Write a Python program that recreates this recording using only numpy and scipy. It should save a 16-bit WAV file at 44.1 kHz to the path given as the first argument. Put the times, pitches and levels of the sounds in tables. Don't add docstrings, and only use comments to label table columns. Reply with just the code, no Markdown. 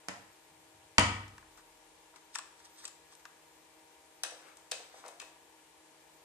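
import sys
import numpy as np
from scipy import signal
from scipy.fft import rfft, irfft
from scipy.io import wavfile

SR = 44100
rng = np.random.default_rng(int(sys.argv[2]) if len(sys.argv) > 2 else 0)


def gain_from_decibels(decibels):
    exponent = np.asarray(decibels, float) / 20
    return 10 ** exponent


def bounce(signal):
    frames = np.transpose(np.atleast_2d(signal))
    limited = np.clip(frames, -1, 1)
    pcm = np.round(limited * 32767).astype(np.int16)
    wavfile.write(sys.argv[1], SR, pcm)


N = 275182

# (f/Hz, relative width/Hz, relative level/dB)
CASE_MODES = [(504, 102, -4), (733, 149, -5), (1000, 427, -2.5), (1102, 420, -2.5), (1250, 110, -1),
              (1500, 390, -10), (1795, 307, -1.5), (2533, 296, 1.5), (3500, 1200, -12), (3650, 125, 1.5),
              (4470, 2950, -0.5), (5500, 290, 3.5), (6050, 192, -1.5), (7190, 730, -1.5), (7850, 370, 4.5),
              (8680, 320, 4), (9250, 350, -1), (10750, 1650, -7.5), (12100, 1200, -53)]
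# (f/Hz, likeness from -1 to 1)
AIR_LIKENESS = [(60, 0.72), (240, 1), (950, 0.36), (3750, -0.021), (14900, -0.1)]


def at_hz(points, hz):
    table = np.array(points)
    return np.interp(np.log(hz), np.log(table[:, 0]), table[:, 1])


def rms_one(x):
    return x / np.sqrt(np.mean(x ** 2) + 1e-20)


def drift(rate_hz):
    knots_per_s = 40
    knots = rng.standard_normal(int(N / SR * knots_per_s) + 400)
    memory = np.exp(-2 * np.pi * rate_hz / knots_per_s)
    slow = signal.lfilter([1], [1, -memory], knots)[398:]
    return np.interp(np.arange(N) / SR * knots_per_s, np.arange(len(slow)), rms_one(slow))


def bands(size, likeness):
    edges = 25 * 2 ** np.arange(0, 9.5, 1 / 3)
    white = rng.standard_normal((2, 2, size))
    for k, (low, high) in enumerate(zip(edges, edges[1:])):
        band_filter = signal.butter(2, [low, high], "band", fs=SR, output="sos")
        mid, side = signal.sosfilt(band_filter, white[k % 2])
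        hz = np.sqrt(low * high)
        alike = np.clip(at_hz(likeness, hz), -1, 1)
        yield hz, np.sqrt((1 + alike) / 2) * mid + np.sqrt((1 - alike) / 2) * side * [[1], [-1]]


def coloured(x, db_at, lag_s=0.):
    hz = np.fft.rfftfreq(x.shape[-1], 1 / SR) + 1e-3
    lag = np.exp(-2j * np.pi * hz * [[lag_s], [0]])
    return irfft(rfft(x) * gain_from_decibels(db_at(hz)) * lag, x.shape[-1])


def chatter(hz, contact_ms, rise_share=0.12):
    t = np.arange(2 * len(hz) - 2) / SR * 1000 / contact_ms
    shape = np.sqrt((1 - np.exp(-t / rise_share)) * np.exp(-t))
    cluster = rfft(rng.standard_normal(len(t)) * shape ** 2)
    cluster = irfft(cluster / np.abs(cluster)) * shape
    return rfft(rms_one(cluster) * np.sqrt(np.mean(shape ** 4)))


def add(out, s, sound):
    i = round(s * SR)
    out[:, i:i + sound.shape[1]] += sound[:, :N - i]


def door(unlike=0.97, lag_s=0.00018, bend_s=0.0014, tick_hz=7500, contact_ms=2.83):
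    # (t/s, crack peak/dB, tilt/dB per octave, panel ring level/dB, hinge tick level/dB)
    blows = [(0.0843, -21, -1, -62.5, 28), (0.0918, -29, -4, -58, 1), (.9820, -3.5, 4, -26, -4.5),
             (.9870, -12, -5.5, -38.5, -5), (.994, -17.5, 6.5, -29, 15), (1.0009, -23, -9, -34, 0)]
    # (f/Hz, relative level/dB per Hz)
    crack_colour = [(88, -27), (150, 5.5), (299, 0), (455, -6), (720, 3.5), (1000, 9), (1670, 5.5),
                    (1950, 6.5), (2850, 0), (3900, -4.5), (5160, -3.5), (6020, -9.5), (9340, -19),
                    (13700, -47), (14500, -46)]
    # (f/Hz, relative level/dB, time to fall 60 dB/s)
    modes = [(39.6, -26, 3.1), (61.5, -19, 1), (75.3, -12, 0.8), (98, -2, 0.45), (122.9, -7.5, 0.74),
             (169.4, -24, 0.54), (204.3, -4.5, 0.3), (261.2, -15.5, 0.24), (306.4, -23.5, 0.55),
             (685, -38.5, 0.2), (741, -15, 0.18), (808, -8, 0.11), (888, -27.5, 0.32), (925, -18, 0.27),
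             (970, -18, 0.16), (1263, -7.5, 0.38), (1363, -30, 0.15), (1520, -17, 0.1), (1660, -13, 0.14),
             (1825, -18.5, 0.39)]
    out, hz, t = np.zeros((2, N)), np.fft.rfftfreq(8192, 1 / SR) + 1, np.arange(2 * SR) / SR
    rings = sum(gain_from_decibels(db - 60 * t / t60) * np.sin(2 * np.pi * mode_hz * t) for mode_hz, db, t60 in modes)
    rings *= 1 - np.exp(-t / bend_s)
    low_cut = signal.butter(2, 120, "high", fs=SR, output="sos")
    for s, db, tilt, ring_db, tick_db in blows:
        sides = chatter(hz, contact_ms) + unlike * np.array([chatter(hz, contact_ms) for side in "LR"])
        colour_db = at_hz(crack_colour, hz) + tilt * np.log2(np.maximum(hz, 250) / 1000)
        colour_db += tick_db / (1 + (tick_hz / hz) ** 4)
        crack = signal.sosfilt(low_cut, irfft(sides * gain_from_decibels(colour_db))[:, :4096])
        add(out, s, gain_from_decibels(db) * crack / np.abs(crack).max())
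        add(out, s + 0.002, gain_from_decibels(ring_db) * rings * np.ones((2, 1)))
    return coloured(out, np.zeros_like, lag_s)


def swing():
    # (t/s, level/dB)
    puff_rows = [(.2, -72), (.52, -66), (.745, -69), (.85, -75)]
    rise_s, fall_s = 0.016, 0.074
    t = np.arange(N) / SR
    cavity = signal.butter(2, [80, 140], "band", fs=SR, output="sos")
    puffs = signal.sosfilt(cavity, rng.standard_normal(N))
    swell = sum(gain_from_decibels(db) * np.exp(-np.maximum((s - t) / rise_s, (t - s) / fall_s)) for s, db in puff_rows)
    return rms_one(puffs) * swell


def resonances(hz, centre_hz, width_hz):
    centre = np.c_[centre_hz]
    width = np.c_[width_hz] * 1.55
    return (1j * hz * width / (centre ** 2 - hz ** 2 + 1j * hz * width)) ** 2


def case_response(hz, colour_db, scatter_db, damping=0.93):
    centre, width, level_db = np.transpose(CASE_MODES)
    shared = rng.normal(0, scatter_db, len(centre))
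    own = rng.normal(0, scatter_db / 2, (2, len(centre)))
    strength = gain_from_decibels(level_db + colour_db + shared + own)
    angle = rng.normal(0, 0.78, len(centre)) * np.clip(centre / 3000, 0, 1.2)
    turn = np.exp(1j * angle * [[1], [-1]])
    signs = (-1.) ** np.arange(len(centre))
    return (strength * turn * signs) @ resonances(hz, centre, width * damping)


def landings():
    # (t/s, first corner level/dB, second corner level/dB), both relative
    times = [(4.2342, -22.5, -27), (4.7137, -27, -26.5)]
    # (delay/s, knock level/dB, knock f/Hz, tick level/dB, tick f/Hz)
    pattern = [(0, 3, 1440, -2, 7640), (.0033, 8, 620, 0.5, 4900), (0.0129, 2, 1500, -13.5, 3770),
               (.086, 0.5, 590, -43, 3000)]
    rows = []
    for s, first, second in times:
        for delay, knock, knock_hz, tick, tick_hz in pattern:
            corner = second if delay else first
            rows.append((s + delay, knock + corner, knock_hz, tick + corner, tick_hz))
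    return rows


def contacts(level_db=4):
    # (t/s, relative knock level/dB, knock f/Hz, relative tick level/dB, tick f/Hz)
    touches = [(1.2795, -53, 1803, -53, 4805), (1.3803, -31.5, 1400, -47.5, 3414),
               (1.4268, -36.5, 1250, -80, 3000), (1.5742, -39, 1144, -53, 6500),
               (1.595, -40, 1206, -58, 4500), (2.1394, -35.5, 1050, -73, 3000),
               (2.1598, -45, 1150, -46, 3000), (2.3508, -39, 1500, -34, 8600),
               (2.353, -20, 1700, -39, 6000), (2.3559, -18, 1210, -28.5, 5000),
               (2.3857, -33, 1200, -32, 7100), (2.3884, -22.5, 1170, -35.5, 2800),
               (2.8416, -33, 1250, -59, 7000), (2.8525, -40, 1400, -29, 5300),
               (2.8774, -40, 1250, -38.5, 6000), (2.881, -36, 1250, -45, 5500),
               (3.1237, -38, 1180, -55, 6000), (3.1516, -55, 1200, -49, 6060),
               (3.2529, -25, 1236, -42, 3500), (4.57, -37, 850, -46, 7320), (4.9409, -28, 700, -66, 3000),
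               (5.0397, -29, 700, -59, 3000), (5.0497, -21, 700, -55, 3000), (5.0614, -26, 704, -43, 4000),
               (5.0805, -41, 700, -41, 8000), (5.0864, -29.5, 700, -42.5, 3000),
               (5.1981, -33, 1000, -45.5, 6800), (5.2, -30.5, 2550, -34.5, 3970),
               (5.2166, -31.5, 1890, -46, 6500), (5.2237, -25, 740, -58, 2580)]
    knock_skirt, tick_skirt = 23.5, 6.5
    knock_ms, tick_ms = 3.94, 3.2
    out, hz, centre = np.zeros((2, N)), np.fft.rfftfreq(4096, 1 / SR), np.array(CASE_MODES)[:, 0]
    for s, knock_db, knock_hz, tick_db, tick_hz in touches + landings():
        for db, pitch, skirt, ms in [(knock_db, knock_hz, knock_skirt, knock_ms),
                                     (tick_db, tick_hz, tick_skirt, tick_ms)]:
            colour = db - skirt * np.log2(centre / pitch) ** 2
            struck = irfft(chatter(hz, ms) * case_response(hz, colour, scatter_db=2.5))
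            add(out, s - .0005, gain_from_decibels(level_db) * struck)
    return out


def slides():
    # (peak t/s, rise/s, fall/s, relative peak level/dB, tilt/dB per octave)
    stroke_rows = [(1.585, 0.033, 0.047, -50.5, -3.5), (2.163, .015, 0.047, -48, -4.5),
                   (2.348, 0.022, .006, -40, 2.5), (2.602, 0.053, 0.03, -49, -0.5),
                   (2.653, 0.03, 0.036, -43.5, 0), (2.792, 0.1, 0.086, -47, 1.5),
                   (2.845, 0.045, 0.031, -40, -2), (2.885, 0.025, 0.03, -53, -1.5),
                   (3.135, 0.11, 0.043, -52, 0.5), (3.197, 0.0073, 0.019, -49.5, -4.5),
                   (4.49, 0.45, 0.096, -54, -6.5), (4.85, 0.45, 0.033, -56.5, -5),
                   (4.991, 0.2, 0.068, -47, -2.5), (5.055, 0.035, 0.12, -51, -7),
                   (5.114, 0.061, 0.14, -59, 0.5), (5.21, .01, 0.042, -46, -5)]
    # (low f/Hz, high f/Hz)
    slide_bands = [(400, 1000), (1000, 2500), (2500, 5500), (5500, 12000)]
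    fade_db = 30
    out, hz, centre = np.zeros((2, N)), np.fft.rfftfreq(2048, 1 / SR), np.array(CASE_MODES)[:, 0]
    present = rng.random(N) < 5000 / SR
    strength = gain_from_decibels(2.5 * np.minimum(rng.exponential(1, N), 4))
    grains = present * strength * rng.choice([-1, 1], N)
    t = np.arange(N) / SR
    strokes = [gain_from_decibels(db - fade_db * np.maximum((s - t) / rise, (t - s) / fall))
               for s, rise, fall, db, tilt in stroke_rows]
    tilts = np.array(stroke_rows)[:, -1]
    for low, high in slide_bands:
        inside = np.where((centre >= low) & (centre <= high), 0, -80)
        response = irfft(case_response(hz, inside, scatter_db=2.0, damping=3.6))
        rubbed = signal.fftconvolve(grains[None], response)[:, :N]
        out += rubbed * (gain_from_decibels(tilts * np.log2(low / 2000)) @ strokes)
    return gain_from_decibels(-2) * out


def room(x, gap_ms=0.28, build_ms=4):
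    # (f/Hz, time to fall 60 dB/s, relative level/dB)
    rows = np.array([(60, 0.83, -8.5), (199, 0.6, -2), (700, 0.51, 3), (1500, 0.57, -1), (3000, 0.52, 2),
                     (5000, 0.48, -3), (8000, 0.41, 0.5), (11100, 0.44, -8.5)])
    t = np.arange(SR) / SR
    likeness = [(60, 0.99), (250, 1.0), (600, 0.9), (1500, 0.09), (15000, 0.038)]   # (f/Hz, left-right likeness)
    tail = sum(band * gain_from_decibels(at_hz(rows[:, ::2], hz) - 60 * t / at_hz(rows, hz))
               for hz, band in bands(size=SR, likeness=likeness))
    tail *= np.clip((t * 1000 - gap_ms) / build_ms, 0, 1)
    return signal.fftconvolve(x, tail / np.sqrt(np.sum(tail ** 2) / 2), axes=1)[:, :N]


def hum(wander_hz=2.046):
    # (f/Hz, level/dB rms)
    tones = [(157.5, -84), (316.5, -74.5), (473, -78), (630, -76.5), (788, -76.5), (910, -88), (945, -75.5),
             (1416, -85), (1705, -80.5), (2358, -81.5)]
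    out = np.zeros((2, N))
    for hz, db in tones:
        phase = 2 * np.pi * np.cumsum(hz + wander_hz * drift(4.96)) / SR
        lead = np.arccos(np.clip(at_hz(AIR_LIKENESS, hz), -1, 1)) / 2
        out += np.sqrt(2) * gain_from_decibels(db + 2 * drift(2.6)) * np.sin(phase + [[lead], [-lead]])
    return out


def air():
    # (f/Hz, relative level/dB per Hz)
    colour = [(25, -56), (45, -8.5), (70, 1), (115, -11), (160, -9.5), (225, -8), (300, 2), (400, 4),
              (565, 2), (700, -0.5), (900, 7.5), (1330, -3.5), (1820, -0.5), (3000, -2), (4770, -5.5),
              (7720, -7), (11000, -8), (14500, -27)]
    rush = sum(band * gain_from_decibels(.5 * drift(9.6)) for hz, band in bands(size=N, likeness=AIR_LIKENESS))
    return rms_one(coloured(rush, lambda hz: at_hz(colour, hz))) * gain_from_decibels(-62.5)


def whine():
    phase = 2 * np.pi * 14002 * np.arange(N) / SR
    level_db = -78.5 + 3 * drift(40.0) + 2.5 * drift(.6)
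    return gain_from_decibels(level_db) * np.sin(phase + [[.8], [-.8]])


def scene():
    shut, handled = door(), contacts() + slides()
    wet_db = np.where(np.arange(N) / SR < 3.8, -10.5, -5.5)
    reflected = room(gain_from_decibels(-5.5) * shut + gain_from_decibels(wet_db) * handled)
    return shut + handled + reflected + swing() + air() + hum() + whine()


def roll_off(x):
    return signal.sosfilt(signal.butter(12, 15490, fs=SR, output="sos"), x)


def record(dry):
    # (f/Hz, left minus right level/dB)
    balance = [(60, 0.5), (300, 1), (700, 1.5), (1200, 3), (2400, 2.5), (4400, 0), (8000, 12.5), (12000, 0),
               (14900, -7.5)]
    ports = coloured(dry, lambda hz: at_hz(balance, hz) / 2 * [[1], [-1]])
    top_cut = signal.cheby2(8, 35, 15200, fs=SR, output="sos")
    ports = signal.sosfilt(top_cut, ports)
    return roll_off(ports)


dry = scene()
out = record(dry)
bounce(out)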